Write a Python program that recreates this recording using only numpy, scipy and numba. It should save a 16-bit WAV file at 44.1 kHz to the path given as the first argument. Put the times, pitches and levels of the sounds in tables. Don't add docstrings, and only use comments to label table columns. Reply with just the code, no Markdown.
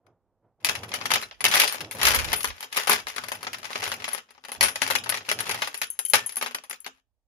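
import sys
import numpy as np
from numba import njit
from scipy import signal
from scipy.fft import rfft, irfft
from scipy.io import wavfile

SR = 44100
rng = np.random.default_rng(int(sys.argv[2]) if len(sys.argv) > 2 else 0)


def boost_factor(decibels):
    exponent = np.asarray(decibels, float) / 20
    return 10 ** exponent


def wav_out(sig):
    wavfile.write(sys.argv[1], SR, np.round(np.clip(np.atleast_2d(sig).T, -1, 1) * 32767).astype(np.int16))


N = 320607


def curve(table, hz):
    f, v = np.transpose(table)
    return np.interp(np.log(np.maximum(hz, 1)), np.log(f), v)


def unit(x):
    return x / np.sqrt(np.mean(x ** 2))


def band_noise(low_hz, high_hz):
    sos = signal.butter(3, [low_hz, high_hz], "bandpass", fs=SR, output="sos")
    return unit(signal.sosfilt(sos, rng.standard_normal(N)))


def swells(t, s, db, rise_s, held_s, fall_s, floor_db):
    since = t[:, None] - s
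    off = np.maximum(-since / rise_s, 0) + np.maximum((since - held_s) / fall_s, 0)
    return np.maximum(np.max(db - 20 * off, axis=1), floor_db)


@njit(fastmath=True)
def ring(start, stop, pole, gain, soft, size):
    left, right = np.zeros(size), np.zeros(size)
    for m in range(len(start)):
        z, a, b, p, push = 1 + 0j, gain[0, m], gain[1, m], pole[m], 1.
        fade = min(6., np.log(1e5 * (abs(a) + abs(b))))
        for i in range(start[m], min(size, start[m] + int(-fade / np.log(abs(p))))):
            w = (1 - push) * z
            left[i] += a.real * w.imag + a.imag * w.real
            right[i] += b.real * w.imag + b.imag * w.real
            z *= p if i < stop[m] else .9975 * p
            push = push * soft[m] + 1e-30
    return np.stack((left, right))


# frequency in Hz, left minus right in dB.
PORT_BALANCE = [(60, -2.0), (110, 0.0), (200, -6), (380, 21.5), (700, 2.5), (1290, 12), (2380, 4),
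                (4400, 1), (8120, 13.5), (11000, 9), (13000, -4)]


def strike(s, hz, db, t60, pan_db, turn, until=np.inf):
    rows = np.broadcast_arrays(s, hz, db, t60, pan_db, turn, until)
    s, hz, db, t60, pan_db, turn, until = (a.ravel() for a in rows)
    early = -2 * np.pi * hz * 0.0002457
    part = early + 2 * np.pi * turn * np.clip(hz / 1500, 0, 1) ** 4
    lean_db = (curve(PORT_BALANCE, hz) + pan_db) / 2
    left = boost_factor(db + lean_db) * np.exp(-.5j * part)
    right = boost_factor(db - lean_db) * np.exp(.5j * part)
    pole = np.exp(2j * np.pi * hz / SR - np.log(1000) / (t60 * SR))
    soft = np.exp(-1 / (SR * (0.0001 + 0.45 / hz)))
    return ring((s * SR).astype(np.int64), until * SR, pole, np.array([left, right]), soft, N)


# frequency in Hz, level in dB per Hz.
PILE_COLOUR = [(88, -45), (150, -78.5), (317, -8), (349, -17), (518, 12), (916, 15), (1560, 9), (1970, 14),
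               (3700, 5.5), (4970, 4.5), (7000, -4), (8200, -17), (9300, -6), (10700, 0.5), (11600, -5.5),
               (15300, -13.5), (16500, -38)]


def handful(s, low_db, mid_db, top_db, pan_db, t60_s, scatter_db, chatter_s, count):
    u, v, w, late, turn = rng.random((len(s), 5, count)).transpose(1, 0, 2)
    hz = 260 + 15600 * ((np.arange(count) + u) / count) ** 1.6
    late = np.take_along_axis(late, (late[:, ::-1] * 5).astype(int), axis=1)
    wait = -np.log(1 - late)

    low = 1 / (1 + (hz / 1500) ** 4)
    top = 1 / (1 + (8000 / hz) ** 8)
    zone_db = low * low_db[:, None] + top * top_db[:, None] + (1 - low - top) * mid_db[:, None]
    t60 = np.clip(t60_s * (hz / 2000) ** -.2 * np.exp(0.99 * (w - .5)), .003, .2)
    share_db = 7.8 * np.log10(hz / 2000) - 10 * np.log10(t60 / t60_s * count)
    db = zone_db + curve(PILE_COLOUR, hz) + share_db + scatter_db * np.log(1 - v)
    start = s[:, None] + chatter_s * (1 - .6 * low) * wait
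    return strike(start, hz, db - 2.23 * wait, t60, pan_db[:, None], turn - .5)


# frequency in Hz, level in dB per Hz.
HUSH_COLOUR = [(18, -29), (30, 1), (53, -3), (103, -26), (540, -35), (16000, -43)]


def hush():
    shape = boost_factor(curve(HUSH_COLOUR, np.fft.rfftfreq(N, 1 / SR)))
    return boost_factor(-85) * unit(irfft(rfft(rng.standard_normal((2, N))) * shape, N))


# start in seconds, peak in dB, box thud in dB re peak, treble in dB re peak.
TOUCHES = [(0.065, -56, 0, 0), (0.694, -14, -4, -2), (0.891, -36, -9, 3), (1.116, -9, -4, -6),
           (1.213, -26, -7, 3), (1.538, -8, -13, -9), (1.573, -7, -16, -3), (1.617, -7, -13, 1),
           (1.635, -9, -4, 0), (1.642, -12, -14, -1), (1.781, -30, -6, -13), (1.846, -28, -21, -17),
           (2.068, -4, -13, 0), (2.083, -10, -6, 9), (2.104, -17, -12, 0), (2.115, -18, -13, 7),
           (2.16, -15, -1, 2), (2.284, -20, -14, -15), (2.578, -37, -4, -18), (2.746, -25, -6, -1),
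           (2.773, -15, 0, 2), (2.834, -25, -16, 2), (2.909, -11, -8, 1), (2.928, -15, -7, 13),
           (3.099, -26, -11, -1), (3.353, -33, 2, 5), (3.446, -28, -2, -13), (3.584, -33, -16, 4),
           (3.63, -30, -2, -8), (3.652, -23, -12, -5), (3.73, -23, -9, -10), (3.8, -35, 3, 4),
           (3.839, -16, -13, -3), (3.864, -21, -6, -8), (3.877, -25, 5, 4), (3.939, -30, 2, 10),
           (4.088, -28, -17, 4), (4.147, -27, 3, 8), (4.864, -21, -11, -9), (4.876, -21, -4, 4),
           (5.098, -25, -10, 16), (6.061, -34, -20, 17), (6.114, -40, -15, 16), (6.143, -6, -5, -3),
           (6.154, -11, -8, 5), (6.357, -35, -11, 22), (6.584, -30, -4, -19), (6.71, -26, -3, 6),
           (6.874, -32, -12, -7)]


def touches():
    s, db, thud, bright = np.transpose(TOUCHES)
    side = 3 * rng.standard_normal(len(s))
    return handful(s, db + thud + 1.5, db + 1.5, db + bright + 1.5, side, .018, 2.5, .002, count=70)


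# start in seconds, boom in dB, held time in seconds.
LEANS = [(.07, -68, .02), (.45, -71, 0), (.66, -53, .51), (1.45, -51, .05), (1.82, -47, 0),
         (1.96, -50, .39), (2.9, -55, .06), (3.18, -62, .45), (3.8, -57, .21), (4.625, -47, 0),
         (4.83, -56, .34), (5.35, -54, .22), (6.16, -54, 0)]


def lean():
    boom, spread = band_noise(86, 120), band_noise(110, 850)
    now = np.arange(N) / SR
    steps = now[::128]
    s, db, held_s = np.transpose(LEANS)
    resting = (steps < .48) | ((steps > .6) & (steps < 6.6))
    level_db = swells(steps, s, db, .055, held_s, .14, np.where(resting, -83, -100))
    level = np.interp(now, steps, boost_factor(level_db))
    return level * (boom + boost_factor(6) * spread * np.array([[.8], [1.1]]))


# start in seconds, rattle in dB, build-up and settling in seconds per 20 dB.
SLIDES = [(.705, -27, .05, .12), (1.16, -27.5, .37, .125), (1.548, -9, .065, .11), (1.629, -15, .11, .14),
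          (1.86, -44, .11, .11), (2.068, -10, .08, .18), (2.35, -25, .22, .07), (2.63, -39.5, .38, .11),
          (2.778, -16.5, .052, .09), (2.922, -7, .035, .06), (3.08, -35, .015, .75),
          (3.851, -23.5, .3, .135), (4.15, -30.5, .33, .062), (4.631, -9, .015, .06),
          (4.92, -21.5, .18, .063), (5.13, -30, .095, .105), (5.31, -33, .11, .125), (5.51, -26, .17, .3),
          (6.15, -15, .015, .07), (6.3, -45, .06, .6)]


def rattle():
    at, db, rise_s, fall_s = np.transpose(SLIDES)
    u, v, w, bright = rng.random((3600, 4)).T
    begin_s, end_s, still_db = .601, 7., -62
    s = begin_s + (end_s - begin_s) * u
    uneven_db = np.minimum(-3.0 * np.log(1 - v), 8)
    body = swells(s, at, db, rise_s, 0, fall_s, still_db) + uneven_db
    top = body - 9 + 10 * (bright - .5)
    return handful(s, body - 9, body - 6, top, 6 * (w - .5), 0.0097, 2, .0015, count=20)


# start in seconds, strength in dB, box thud in dB re strength, treble in dB re strength.
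DIG_KNOCKS = [(.646, -18, -16.5, 5.5), (.688, -19, -14, -4), (.752, -27, -11.5, -4),
              (.833, -35.5, -.5, -1.5), (.917, -30, -11.5, -20), (.939, -21.5, -9.5, -.5),
              (1.012, -31.5, -3, -33.5), (1.055, -24, -9, -.5), (1.104, -22, -4, 0),
              (1.137, -14.5, -14, 2.5), (1.157, -19.5, -4.5, -9), (1.225, -30, -8, -5),
              (1.311, -38, -5, -43), (1.406, -29, -8, -6), (1.441, -15, -14, 7), (1.514, -17, -20, -3),
              (1.553, -28.5, -19.5, 21), (1.598, -11, -17, 2), (1.677, -19.5, -37.5, -6.5),
              (1.724, -30, -6, 12), (1.806, -29, -10, -1), (1.911, -31, -14, 9)]
LIFT_KNOCKS = [(1.949, -44.5, 9.5, 15.5), (1.985, -42.5, -3, 10), (2.014, -21, -9, -5), (2.031, -18, -6, 6),
               (2.052, -13.5, -14, 2.5), (2.147, -19.5, -5.5, 10.5), (2.188, -21.5, -14, -2),
               (2.244, -26, -12, -1), (2.318, -28, -11, -8.5), (2.33, -18, -5, 2.5), (2.43, -29.5, -36, 8),
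               (2.444, -22.5, -3.5, 5), (2.474, -30, -14, 3), (2.503, -34, -6.5, -26.5),
               (2.606, -37.5, -5, 8), (2.627, -30.5, -10, 2), (2.726, -29.5, -13.5, 0),
               (2.768, -25, -14, 9.5), (2.812, -36, -28, 5.5), (2.872, -21, -3, 3), (2.895, -19, 0, 13.5),
               (2.997, -35.5, -11, -2)]
DRAG_KNOCKS = [(3.069, -27, -8.5, -7.5), (3.082, -30.5, -13, 1), (3.162, -31, -5.5, 1.5),
               (3.181, -28.5, -4.5, -5), (3.237, -33.5, -2.5, -1), (3.284, -33, -7, 6),
               (3.318, -27, -2, 5.5), (3.408, -47, -5, 1), (3.429, -33, -4, 4), (3.468, -27.5, -4.5, -14),
               (3.531, -29, -15, 1), (3.543, -32.5, -6.5, -24.5), (3.643, -33, -6, -8), (3.704, -39, 6, 0),
               (3.755, -26, -2, -9), (3.827, -30, -1, -4.5), (3.917, -22.5, -7, -4.5), (4., -39, -8, -26),
               (4.021, -39, -2, -7), (4.042, -25.5, -12.5, -8), (4.079, -31, -2.5, -4.5),
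               (4.133, -37, -2.5, 4), (4.178, -35, -8, -2)]
PICK_KNOCKS = [(4.288, -54, -4.5, -21.5), (4.306, -49, -6, .5), (4.349, -55.5, 0, -13),
               (4.379, -56, 3.5, -16), (4.438, -46, -6, -8), (4.449, -37.5, -5.5, -4),
               (4.484, -38.5, 2.5, -.5), (4.518, -34, -2, 7), (4.549, -37.5, -.5, -2.5),
               (4.609, -13, -7, .5), (4.627, -17, -15, 3), (4.684, -27, -6, 0), (4.757, -26.5, -9, -1.5),
               (4.818, -17, -7.5, -2), (4.907, -19, -10, -2), (4.952, -16, -11.5, -3),
               (5.038, -31, -21, -4), (5.06, -34, 2.5, -11), (5.092, -22.5, -8.5, 6), (5.122, -27, -5, -47),
               (5.142, -23.5, -8, -5.5), (5.172, -28, -14.5, -5.5), (5.207, -40, -2, -29),
               (5.25, -42, -20, -30), (5.286, -37, 7.5, -11.5), (5.29, -19.5, -15, -5),
               (5.314, -21, -4, -.5), (5.389, -26.5, -12, -1.5), (5.405, -28.5, -4, 6),
               (5.467, -32.5, -5, -3.5)]
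RAISE_KNOCKS = [(5.494, -23.5, -5, -.5), (5.511, -25.5, -12, 0), (5.545, -32, -.5, 2),
                (5.619, -19.5, -6.5, -6), (5.648, -32, -36, -7), (5.673, -30, -4.5, 1.5),
                (5.743, -30.5, -10.5, 2), (5.776, -58.5, -11.5, 29.5), (5.816, -23.5, -10, .5),
                (5.902, -56.5, -8.5, 33.5), (5.99, -32, -8, 13), (6.051, -42, -28, 22),
                (6.085, -65, -7.5, 37.5), (6.099, -46, -22, 28.5), (6.135, -11, -6, -.5),
                (6.262, -47, -4, 27), (6.293, -36.5, -14.5, 4), (6.322, -43, -12, 9),
                (6.368, -33.5, -2, 16), (6.412, -28, -6, -4), (6.425, -25, -1, 2.5), (6.461, -27, -2, -3),
                (6.51, -40, -4.5, -1.5), (6.546, -26, -9, 2.5), (6.637, -44, -2, 3), (6.697, -39, -6.5, 14),
                (6.729, -36.5, -7.5, -3.5), (6.804, -65, -21, 29), (6.845, -41, -13, -15),
                (6.863, -34, -3, -3)]
MORE_KNOCKS = [
    (.665, -23, -19, -6),
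    (1.451, -10, -15, -7),
    (1.482, -31, -3, 11),
    (1.745, -31.5, -1.5, 4),
    (2.406, -32.5, -11, 6),
    (2.552, -59.5, 2, -9),
    (2.644, -63, 21.5, 3),
    (4.901, -27.5, 4, 7),
    (5.832, -27, -15.5, 1.5),
]


def knocks():
    rows = DIG_KNOCKS + LIFT_KNOCKS + DRAG_KNOCKS + MORE_KNOCKS + PICK_KNOCKS + RAISE_KNOCKS
    s, mid, thud, bright = np.transpose(rows)
    chance = rng.standard_normal((3, len(s)))
    side, low = 2 * chance[0], mid + thud
    splash = bright - 0.2 * np.clip(bright, 0, 30)
    crack = handful(s, low + 11.5, mid + 9, mid + bright + 9, side, 0.011, 3, 0.001, count=40)
    clank = handful(s, low + 6.5, mid + 4, mid + splash + 4, side, 0.041, 2.52, .008, count=110)
    floor = strike(s, 250 * (1 + 0.05 * chance[1]), low - 22 + 4 * chance[2], 0.27, 0, 0)
    return crack + clank, floor


def next_knock(t):
    rows = DIG_KNOCKS + LIFT_KNOCKS + DRAG_KNOCKS + PICK_KNOCKS + RAISE_KNOCKS
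    every = np.sort([row[0] for row in rows] + [N / SR])
    return every[np.searchsorted(every, t + .03)]


# start in seconds, rumble in dB, held time in seconds.
SQUEEZES = [
    (.72, -63, .7),
    (1.83, -53, 0),
    (2.05, -33, .27),
    (2.49, -37, 0),
    (2.73, -62, .06),
    (3.05, -60, .3),
    (3.6, -66, .4),
    (4.6, -47, 0),
    (4.74, -68, .3),
    (6.16, -65, 0),
]


def grip():
    right, left = band_noise(38, 84), band_noise(45, 64)
    now = np.arange(N) / SR
    steps = now[::128]
    s, db, held_s = np.transpose(SQUEEZES)
    squeeze = np.interp(now, steps, boost_factor(swells(steps, s, db, .06, held_s, .08, -80)))
    return squeeze * np.array([boost_factor(-41.5) * left, boost_factor(.5) * right])


# start in seconds, frequency in Hz, level in dB, t60 in seconds.
GLINTS = [(1.138, 10300, -26, .04), (1.229, 9776, -48, .13), (1.229, 14600, -49, .12),
          (1.483, 15245, -47, .08), (1.553, 10900, -20, .04), (1.596, 13824, -27, .07),
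          (1.676, 9790, -37, .2), (1.677, 14600, -47, .09), (1.68, 11584, -38, .08),
          (1.724, 12532, -43, .07), (1.732, 11930, -40, .05), (1.95, 11200, -39, .04),
          (2.083, 12532, -26, .08), (2.148, 9700, -24, .05), (2.142, 12600, -36, .12),
          (2.156, 14771, -31, .06), (2.225, 14857, -42, .05), (2.331, 14642, -34, .05),
          (2.365, 14000, -52, .2), (2.39, 14800, -48, .15), (2.405, 4300, -38, .07),
          (2.432, 10800, -28, .04), (2.444, 1000, -28, .03), (2.639, 3186, -41, .09),
          (2.762, 7407, -38, .07), (2.769, 14771, -35, .07), (2.895, 10800, -26, .12),
          (3.352, 10422, -44, .09), (3.843, 12962, -42, .04), (3.89, 9948, -38, .09),
          (4.148, 9500, -36, .05), (4.518, 13824, -40, .06), (4.627, 14600, -35, .16),
          (4.754, 9948, -44, .1), (4.817, 9948, -33, .07), (4.907, 11972, -35, .09),
          (4.908, 12575, -33, .09), (4.975, 13178, -50, .12), (5.744, 7019, -46, .12),
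          (5.816, 13300, -32, .04), (5.87, 10520, -44, .1), (5.991, 12015, -47, .15),
          (6.15, 2450, -33, .22), (6.15, 1830, -36, .25), (4.685, 10560, -33, .2), (6.32, 11000, -40, .15),
          (6.43, 4400, -36, .08), (6.728, 7000, -42, .08), (6.728, 15400, -50, .12),
          (6.845, 14000, -44, .05), (6.845, 4450, -44, .09)]


def glints():
    s, hz, db, t60 = np.transpose(GLINTS)
    split, turn, side = rng.random((3, len(s)))
    pair = np.array([hz, hz * (1 + .012 * (split - .5))])
    pair_db = db - np.array([[0], [7]])
    return strike(s, pair, pair_db, t60 * np.array([[1], [.6]]), 4 * (side - .5), turn)


# start in seconds, frequency in Hz, level in
# dB, t60 in seconds.
FREE_KEYS = [(1.232, 4060, -31, 0.07), (1.408, 10250, -24, 0.045), (1.485, 9720, -28, 0.082),
             (1.596, 13840, -27.5, 0.076), (1.681, 9600, -31, 0.16), (1.816, 145, -30, 0.065),
             (2.361, 9850, -26.5, .28), (4.085, 10750, -28, .05), (4.132, 10550, -19, .07),
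             (4.629, 8700, -27.5, .16), (4.633, 10270, -18, .2), (5.746, 13040, -38, 0.11),
             (6.051, 3110, -41, 0.2), (6.14, 1778, -34, 0.45), (2.36, 13120, -36, .25)]


def free_keys():
    s, hz, db, t60 = np.transpose(FREE_KEYS)
    return strike(s, hz, db, t60, 0, rng.random(len(s)), next_knock(s))


# start in seconds, ting in Hz.
SINGING_KEY = [
    (4.2, 10290),
    (4.66, 10680),
    (5.35, 10450),
    (5.6, 10800),
    (5.76, 10520),
    (6.12, 10640),
]
# frequency in Hz, level in dB re ting, ring time as a ratio to the ting.
SHAFT_MODES = [(6380, -25, 1.5), (7270, -28, 1.3), (3090, -30, 1.3), (9950, -20, .5), (11200, -21, .4),
               (10560, -12, .8)]


def tings():
    s, mid, _, bright = np.transpose(PICK_KNOCKS + RAISE_KNOCKS)
    chance = rng.standard_normal((4, len(s)))
    since, key_hz = np.transpose(SINGING_KEY)
    shaft_hz, shaft_db, shaft_time = np.transpose(SHAFT_MODES)
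    hz = key_hz[np.searchsorted(since, s) - 1] * (1 + .004 * chance[0])
    free = 1 / (1 + np.exp((-bright - 3) / 5))
    neighbour = hz * (1 + 0.013 * chance[3])
    shaft = shaft_hz[:, None] * (1 + .003 * chance[2])
    family = np.vstack([hz, neighbour, shaft])
    db = mid + bright - 11 * (1 - free) + np.append([-6.5, -2], shaft_db)[:, None]
    t60 = (0.029 + 0.1 * free) * np.exp(0.22 * chance[1])
    t60 = t60 * np.append([1, .2], shaft_time)[:, None]
    return strike(s, family, db, t60, 2.5 * chance[0], chance[2], next_knock(s))


# frequency in Hz, t60 in seconds.
BOX_TAIL = [(200, 0.23), (600, 0.11), (1500, .18), (4000, 0.17), (10000, 0.135), (16000, 0.027)]


def box(wet_db, side_share):
    t, out = np.arange(int(SR / 3)) / SR, 0
    mid, side = rng.standard_normal((2, len(t)))
    for hz in 180 * 2. ** np.arange(7):
        edges = [hz / np.sqrt(2), min(hz * np.sqrt(2), 20000)]
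        sos = signal.butter(2, edges, "bandpass", fs=SR, output="sos")
        apart = min(side_share * (hz / 1300) ** 2, 1)
        pair = signal.sosfilt(sos, [mid + apart * side, mid - apart * side]) / np.sqrt(1 + apart ** 2)
        out = out + pair * np.exp(-np.log(1000) * t / curve(BOX_TAIL, hz)) * (1 - np.exp(-t / 0.0013))
    return boost_factor(wet_db) * out / np.sqrt(np.sum(out ** 2) / 2)


def scene():
    hits, floor = knocks()
    hits = hits + rattle() + touches()
    clear = tings() + free_keys() + glints()
    send = (hits + 0.13 * clear).mean(0)[None]
    wet = signal.fftconvolve(send, box(-6, 1.0), axes=1)[:, :N]
    return hits + clear + floor + wet + grip() + lean() + hush()


def low_pass(x):
    return signal.sosfilt(signal.butter(12, 16800, fs=SR, output="sos"), x)


def record(dry):
    dry = signal.sosfilt(signal.butter(2, 40, "highpass", fs=SR, output="sos"), dry)
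    dry = .9 * np.tanh(dry / .9)
    dry = signal.sosfilt(signal.cheby2(10, 40, 16250, fs=SR, output="sos"), dry)
    return low_pass(dry)


dry = scene()
out = record(dry)
wav_out(out)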